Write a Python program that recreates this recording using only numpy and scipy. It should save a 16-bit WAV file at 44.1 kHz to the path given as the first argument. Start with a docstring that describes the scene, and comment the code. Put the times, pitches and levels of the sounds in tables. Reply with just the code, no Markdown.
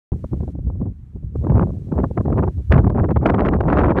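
"""Gusty wind on an open grass airfield, blowing straight across a camera microphone.
From the first gust, eddies sweep over the port, louder and higher the faster the air, and large slow
ones rumble underneath. Around one second the wind murmurs in a lull, far grass and faint hiss behind.
Then it grows stronger and choppier: buffets rasp and the hardest thump the diaphragm.
From 2.7 s on they also overload the input, which crackles."""
import sys
import numpy as np
from scipy import signal
from scipy.fft import rfft, irfft
from scipy.io import wavfile
from scipy.ndimage import uniform_filter1d, minimum_filter1d, map_coordinates

SR = 44100
rng = np.random.default_rng(int(sys.argv[2]) if len(sys.argv) > 2 else 0)


def dump_mix(stems):
    """Bounce the given channels to the path in sys.argv[1] as a 16-bit WAV at rate SR."""
    frames = np.atleast_2d(stems).T  # one column per channel
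    limited = np.clip(frames, -1, 1)  # hard clip at full scale
    pcm = np.round(limited * 32767).astype(np.int16)
    wavfile.write(sys.argv[1], SR, pcm)


N = 176400

# wind at the microphone between buffets: (time [s], force [dB])
GUST_FORCE = [(0.13, -35), (0.17, -54), (0.29, -64.5), (0.36, -49), (0.52, -58.5), (0.89, -51.5),
              (0.95, -71.5), (1.31, -62.5), (1.42, -47.5), (1.52, -33), (1.68, -41), (1.79, -51),
              (1.9, -50), (1.99, -29), (2.08, -49), (2.15, -60), (2.3, -35), (2.42, -46.5), (2.52, -57),
              (2.685, -67.5), (2.71, -32), (2.83, -40), (3.02, -37), (3.14, -47.5), (3.36, -28),
              (3.49, -29), (3.58, -42), (3.65, -35), (3.78, -18.5), (3.89, -24), (3.95, -38.5),
              (4.0, -28.5)]
# short surges of air on the port: (middle [s], length [s], force [dB])
BUFFETS = [(0.245, 0.01, -33), (0.336, 0.026, -33), (0.407, 0.014, -37), (0.434, 0.024, -41),
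           (0.486, 0.027, -39), (0.555, 0.034, -42.5), (0.592, 0.021, -42.5), (0.676, 0.017, -40),
           (0.701, 0.012, -34), (0.759, 0.024, -42.5), (0.82, 0.028, -31), (0.864, 0.035, -34.5),
           (1.163, 0.038, -48), (1.238, 0.02, -49), (1.357, 0.012, -30.5), (1.446, 0.022, -31),
           (1.471, 0.012, -28), (1.502, 0.013, -20.5), (1.558, 0.028, -24.5), (1.58, 0.011, -29),
           (1.596, 0.012, -26), (1.621, 0.036, -24.5), (1.924, 0.018, -27.5), (1.994, 0.02, -31.5),
           (2.042, 0.027, -24.5), (2.11, 0.01, -34.5), (2.179, 0.02922, -25.5), (2.209, 0.022, -29.5),
           (2.258, 0.015, -28), (2.28, 0.022, -33), (2.329, 0.028, -27), (2.387, 0.031, -20),
           (2.438, 0.042, -26.5), (2.48, 0.027, -29.5), (2.595, 0.046, -45), (2.723, 0.018, -11),
           (2.741, 0.017, -13.5), (2.761, 0.023, -21), (2.789, 0.032, -16), (2.846, 0.028, -26),
           (2.873, 0.03, -25.5), (2.903, 0.012, -25), (2.962, 0.027, -22), (2.997, 0.0398, -23),
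           (3.047, 0.028, -23.5), (3.091, 0.013, -24), (3.114, 0.02, -18.5), (3.168, 0.017, -19),
           (3.23, 0.03, -22.5), (3.265, 0.024, -12), (3.299, 0.017, -9.5), (3.345, 0.015, -17),
           (3.403, 0.03, -16), (3.461, 0.031, -13.5), (3.486, 0.0078, -12.5), (3.541, 0.048, -19),
           (3.609, 0.0076, -12.5), (3.641, 0.012, -26), (3.696, 0.048, -18), (3.73, 0.027, -15.5),
           (3.79, 0.059, -15.5), (3.844, 0.023, -18.5), (3.91, 0.034, -16.5), (3.981, 0.044, -15.5)]
# pattern of eddies at air speed 1: (frequency [Hz], relative level [dB])
EDDY_SPECTRUM = [(40, -7), (130, 0.5), (300, -2.5), (600, -11), (1000, -18.5), (1500, -30), (2200, -42),
                 (3200, -55), (5000, -78.5), (9000, -112)]
# how fast and loud the eddies pass at each force: (force [dB], air speed [ratio], level [dB])
AIRFLOW = [(-75, .165, -41.5), (-50, .37, -29), (-35, .61, -21), (-25, .96, -17), (-17, 1.45, -18),
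           (-8, 2.1, -9.5)]
# finest eddies missing from gentle air: (force [dB], share missing [0-1])
SMOOTHNESS = [(-32, 0.4), (-16, 0)]
# colour of the microphone port: (frequency [Hz], gain [dB])
PORT_RESPONSE = [(20, -20), (45, -18.5), (90, 1.5), (170, 2), (330, 1.5), (490, 0), (700, 2), (1100, 5),
                 (2200, 4), (5000, 2.5), (12000, 3)]
# push of the large slow eddies: (time [s], relative level [dB])
RUMBLE_LEVEL = [(0.13, -21.5), (0.22, -35.5), (0.26, -19.5), (0.29, -63), (0.33, -20), (0.55, -33),
                (0.67, -22.5), (0.89, -27.5), (0.94, -34.5), (1.13, -41), (1.16, -19), (1.21, -50.5),
                (1.24, -23.5), (1.31, -37.5), (1.39, -19), (1.44, -30), (1.57, -17.5), (1.83, -39.5),
                (2.04, -20.5), (2.08, -34), (2.11, -21), (2.16, -42), (2.2, -19), (2.24, -27),
                (2.37, -18.5), (2.52, -31), (2.58, -24.5), (2.67, -35.5), (2.71, -16), (2.97, -20.5),
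                (3.77, -23), (3.85, -17), (3.95, -28.5), (4.0, -16)]
# colour of their rumble: (frequency [Hz], relative level [dB])
RUMBLE_SPECTRUM = [(15, -41), (28, -26), (45, -7), (70, 0.5), (120, -10), (200, -21.5), (400, -45.5),
                   (1000, -86)]
# wind in the grass, far off: (frequency [Hz], relative level [dB])
GRASS_SPECTRUM = [(200, 0), (700, 2), (1300, -2), (2600, -11), (4000, -30.5)]
# faint background hiss: (time [s], level [dB])
HISS_LEVEL = [(.52, -69), (.54, -79), (1.34, -79), (1.36, -69), (2.7, -69), (2.9, -75), (4, -75)]
# colour of the hiss: (frequency [Hz], relative level [dB])
HISS_SPECTRUM = [(200, 2.5), (700, 2), (1500, 4.5), (4200, 0), (4900, -4.5), (5800, -1), (9500, -5),
                 (15500, -15)]
# hardest surges striking the diaphragm: (start [s], pitch [Hz], envelope peak [dB])
THUMPS = [(1.358, 84.02, -13.5), (1.385, 83.3, -8), (1.501, 123.3, -7), (1.553, 110.6, -7.5),
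          (2.697, 77, -8), (2.734, 150.2, -9.5), (2.756, 140.3, -2.5), (2.788, 89.4, -4), (2.865, 76.9, -7),
          (3.015, 110.8, -7.5), (3.167, 105, -10), (3.297, 152, -9.5)]
# spits from the overloaded input: (middle [s], length [s], level [dB])
CRACKLES = [(2.721, .002, -43), (2.7269, 0.00082, -40), (2.9, 0.0015, -47), (3.11, 0.0015, -49),
            (3.174, 0.0011, -49.5), (3.269, 0.013, -48), (3.3022, 0.004, -45), (3.485, 0.0014, -45.5),
            (3.609, .0015, -45), (3.791, .03, -53.5)]
# colour of the crackle: (frequency [Hz], relative level [dB])
CRACKLE_SPECTRUM = [(500, -5.5), (2000, 2.5), (5000, -9), (8000, -17.5), (15500, -26.5)]

FLUTTER_DB, FLUTTER_HZ = 1.67, 129.7   # quick random unsteadiness of the force
FINE_HZ, CLUMP_DB, CLUMP_HZ = 930, 5.5, 209   # eddies finer than this clump: how unevenly, how quickly
FINEST_HZ = 2290   # eddies finer than this need strong wind to form fully
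RUMBLE_GAIN_DB, GRASS_DB = 1, -72
START_S, FADE_IN_S = 0.119, 0.00067
LIMIT, LIMITER_S, CUTOFF_HZ = 0.71, 0.002, 16500


def from_db(db):
    """Decibels to gain."""
    return 10 ** (np.asarray(db) / 20)


def in_time(rows):
    """A curve of (time [s], value) rows at every sample."""
    return np.interp(np.arange(N) / SR, *np.transpose(rows))


def coloured(x, spectrum):
    """Filter by a curve of (frequency [Hz], gain [dB]) rows."""
    hz, db = np.transpose(spectrum)
    bin_hz = np.maximum(np.fft.rfftfreq(len(x), 1 / SR), 1)
    gain_db = np.interp(np.log(bin_hz), np.log(hz), db)
    return irfft(rfft(x) * from_db(gain_db), len(x))


def noise(spectrum):
    """Noise of a given colour, rms 1."""
    x = coloured(rng.standard_normal(N), spectrum)
    return x / x.std()


def drift(hz):
    """Smooth random wandering, rolled off above hz, spread 1."""
    lowpass = signal.butter(6, hz, fs=SR, output="sos")
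    x = signal.sosfilt(lowpass, rng.standard_normal(N + SR))[SR:]
    return x / x.std()


def wind_force():
    """Force of the wind at the microphone in dB: gusts plus bell-shaped buffets, fluttering."""
    t = np.arange(N) / SR
    power = from_db(in_time(GUST_FORCE)) ** 2
    for middle, length, db in BUFFETS:
        bell = 1 / (1 + (2 * (t - middle) / length) ** 2) ** 2
        power += (from_db(db) * bell) ** 2
    return 10 * np.log10(power) + FLUTTER_DB * drift(FLUTTER_HZ)


def turbulence():
    """The pattern of eddies in the air: smooth large ones, and fine ones that come in clumps."""
    pattern = noise(EDDY_SPECTRUM)
    fine = coloured(pattern, [(FINE_HZ / 4, -40), (FINE_HZ, 0)])
    clumps = from_db(CLUMP_DB * np.minimum(drift(CLUMP_HZ), 2.5))
    return pattern - fine + fine * clumps / np.sqrt(np.mean(clumps ** 2))


def eddies(force_db):
    """Turbulence is carried right over the port: slow air murmurs, fast air rasps higher and louder."""
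    forces, speeds, levels = np.transpose(AIRFLOW)
    speed = uniform_filter1d(np.interp(force_db, forces, speeds), size=64)
    level_db = uniform_filter1d(np.interp(force_db, forces, levels), size=64)
    missing = np.interp(force_db, *np.transpose(SMOOTHNESS))
    pattern = turbulence()
    finest = coloured(pattern, [(FINEST_HZ / 2, -40), (FINEST_HZ, 0)])
    travelled = np.cumsum(speed)
    pressure = map_coordinates(pattern, [travelled], order=3, mode="grid-wrap")
    rasp = map_coordinates(finest, [travelled], order=3, mode="grid-wrap")
    return coloured((pressure - missing * rasp) * from_db(level_db), PORT_RESPONSE)


def rumble():
    """Large eddies push slowly on the diaphragm."""
    return from_db(RUMBLE_GAIN_DB + in_time(RUMBLE_LEVEL)) * noise(RUMBLE_SPECTRUM)


def far_grass():
    """Wind in the grass far across the field: a soft, steady wash behind the lulls."""
    return from_db(GRASS_DB) * noise(GRASS_SPECTRUM)


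def hiss():
    """A faint hiss in the background, dipping around the first long lull."""
    return from_db(in_time(HISS_LEVEL)) * noise(HISS_SPECTRUM)


def thumps(rise_cycles=0.58):
    """Hard surges thump the diaphragm: each swells within a cycle and dies away in a few more."""
    t, out = np.arange(N) / SR, np.zeros(N)
    for start, hz, db in THUMPS:
        cycles = np.clip((t - start) * hz, 0, 20)
        age = cycles / rise_cycles
        envelope = age * np.exp(1 - age)
        out += from_db(db) * envelope * np.sin(2 * np.pi * cycles)
    return out


def crackles():
    """The overloaded input spits, short and bright, at the tips of the hardest buffets."""
    t, envelope = np.arange(N) / SR, np.zeros(N)
    for middle, length, db in CRACKLES:
        offset = 2 * (t - middle) / length
        envelope += from_db(db) * np.exp(-np.minimum(offset ** 2, 20))
    return envelope * noise(CRACKLE_SPECTRUM)


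def scene():
    """One microphone out in the open: wind right on it, the grass far behind."""
    mono = eddies(wind_force()) + rumble() + far_grass() + hiss() + thumps() + crackles()
    return mono[None]


def record(dry):
    """The sound starts abruptly, a quick limiter holds the peaks, the top is cut."""
    started = np.clip((np.arange(N) / SR - START_S) / FADE_IN_S, 0, 1)
    width = int(LIMITER_S * SR)
    needed_gain = LIMIT / np.maximum(np.abs(dry), LIMIT)
    held_gain = minimum_filter1d(needed_gain, 2 * width)
    smooth_gain = uniform_filter1d(uniform_filter1d(held_gain, width), width)
    lowpass = signal.cheby2(12, 70, CUTOFF_HZ, fs=SR, output="sos")
    return signal.sosfilt(lowpass, started * smooth_gain * dry)


dry = scene()
out = record(dry)
dump_mix(out)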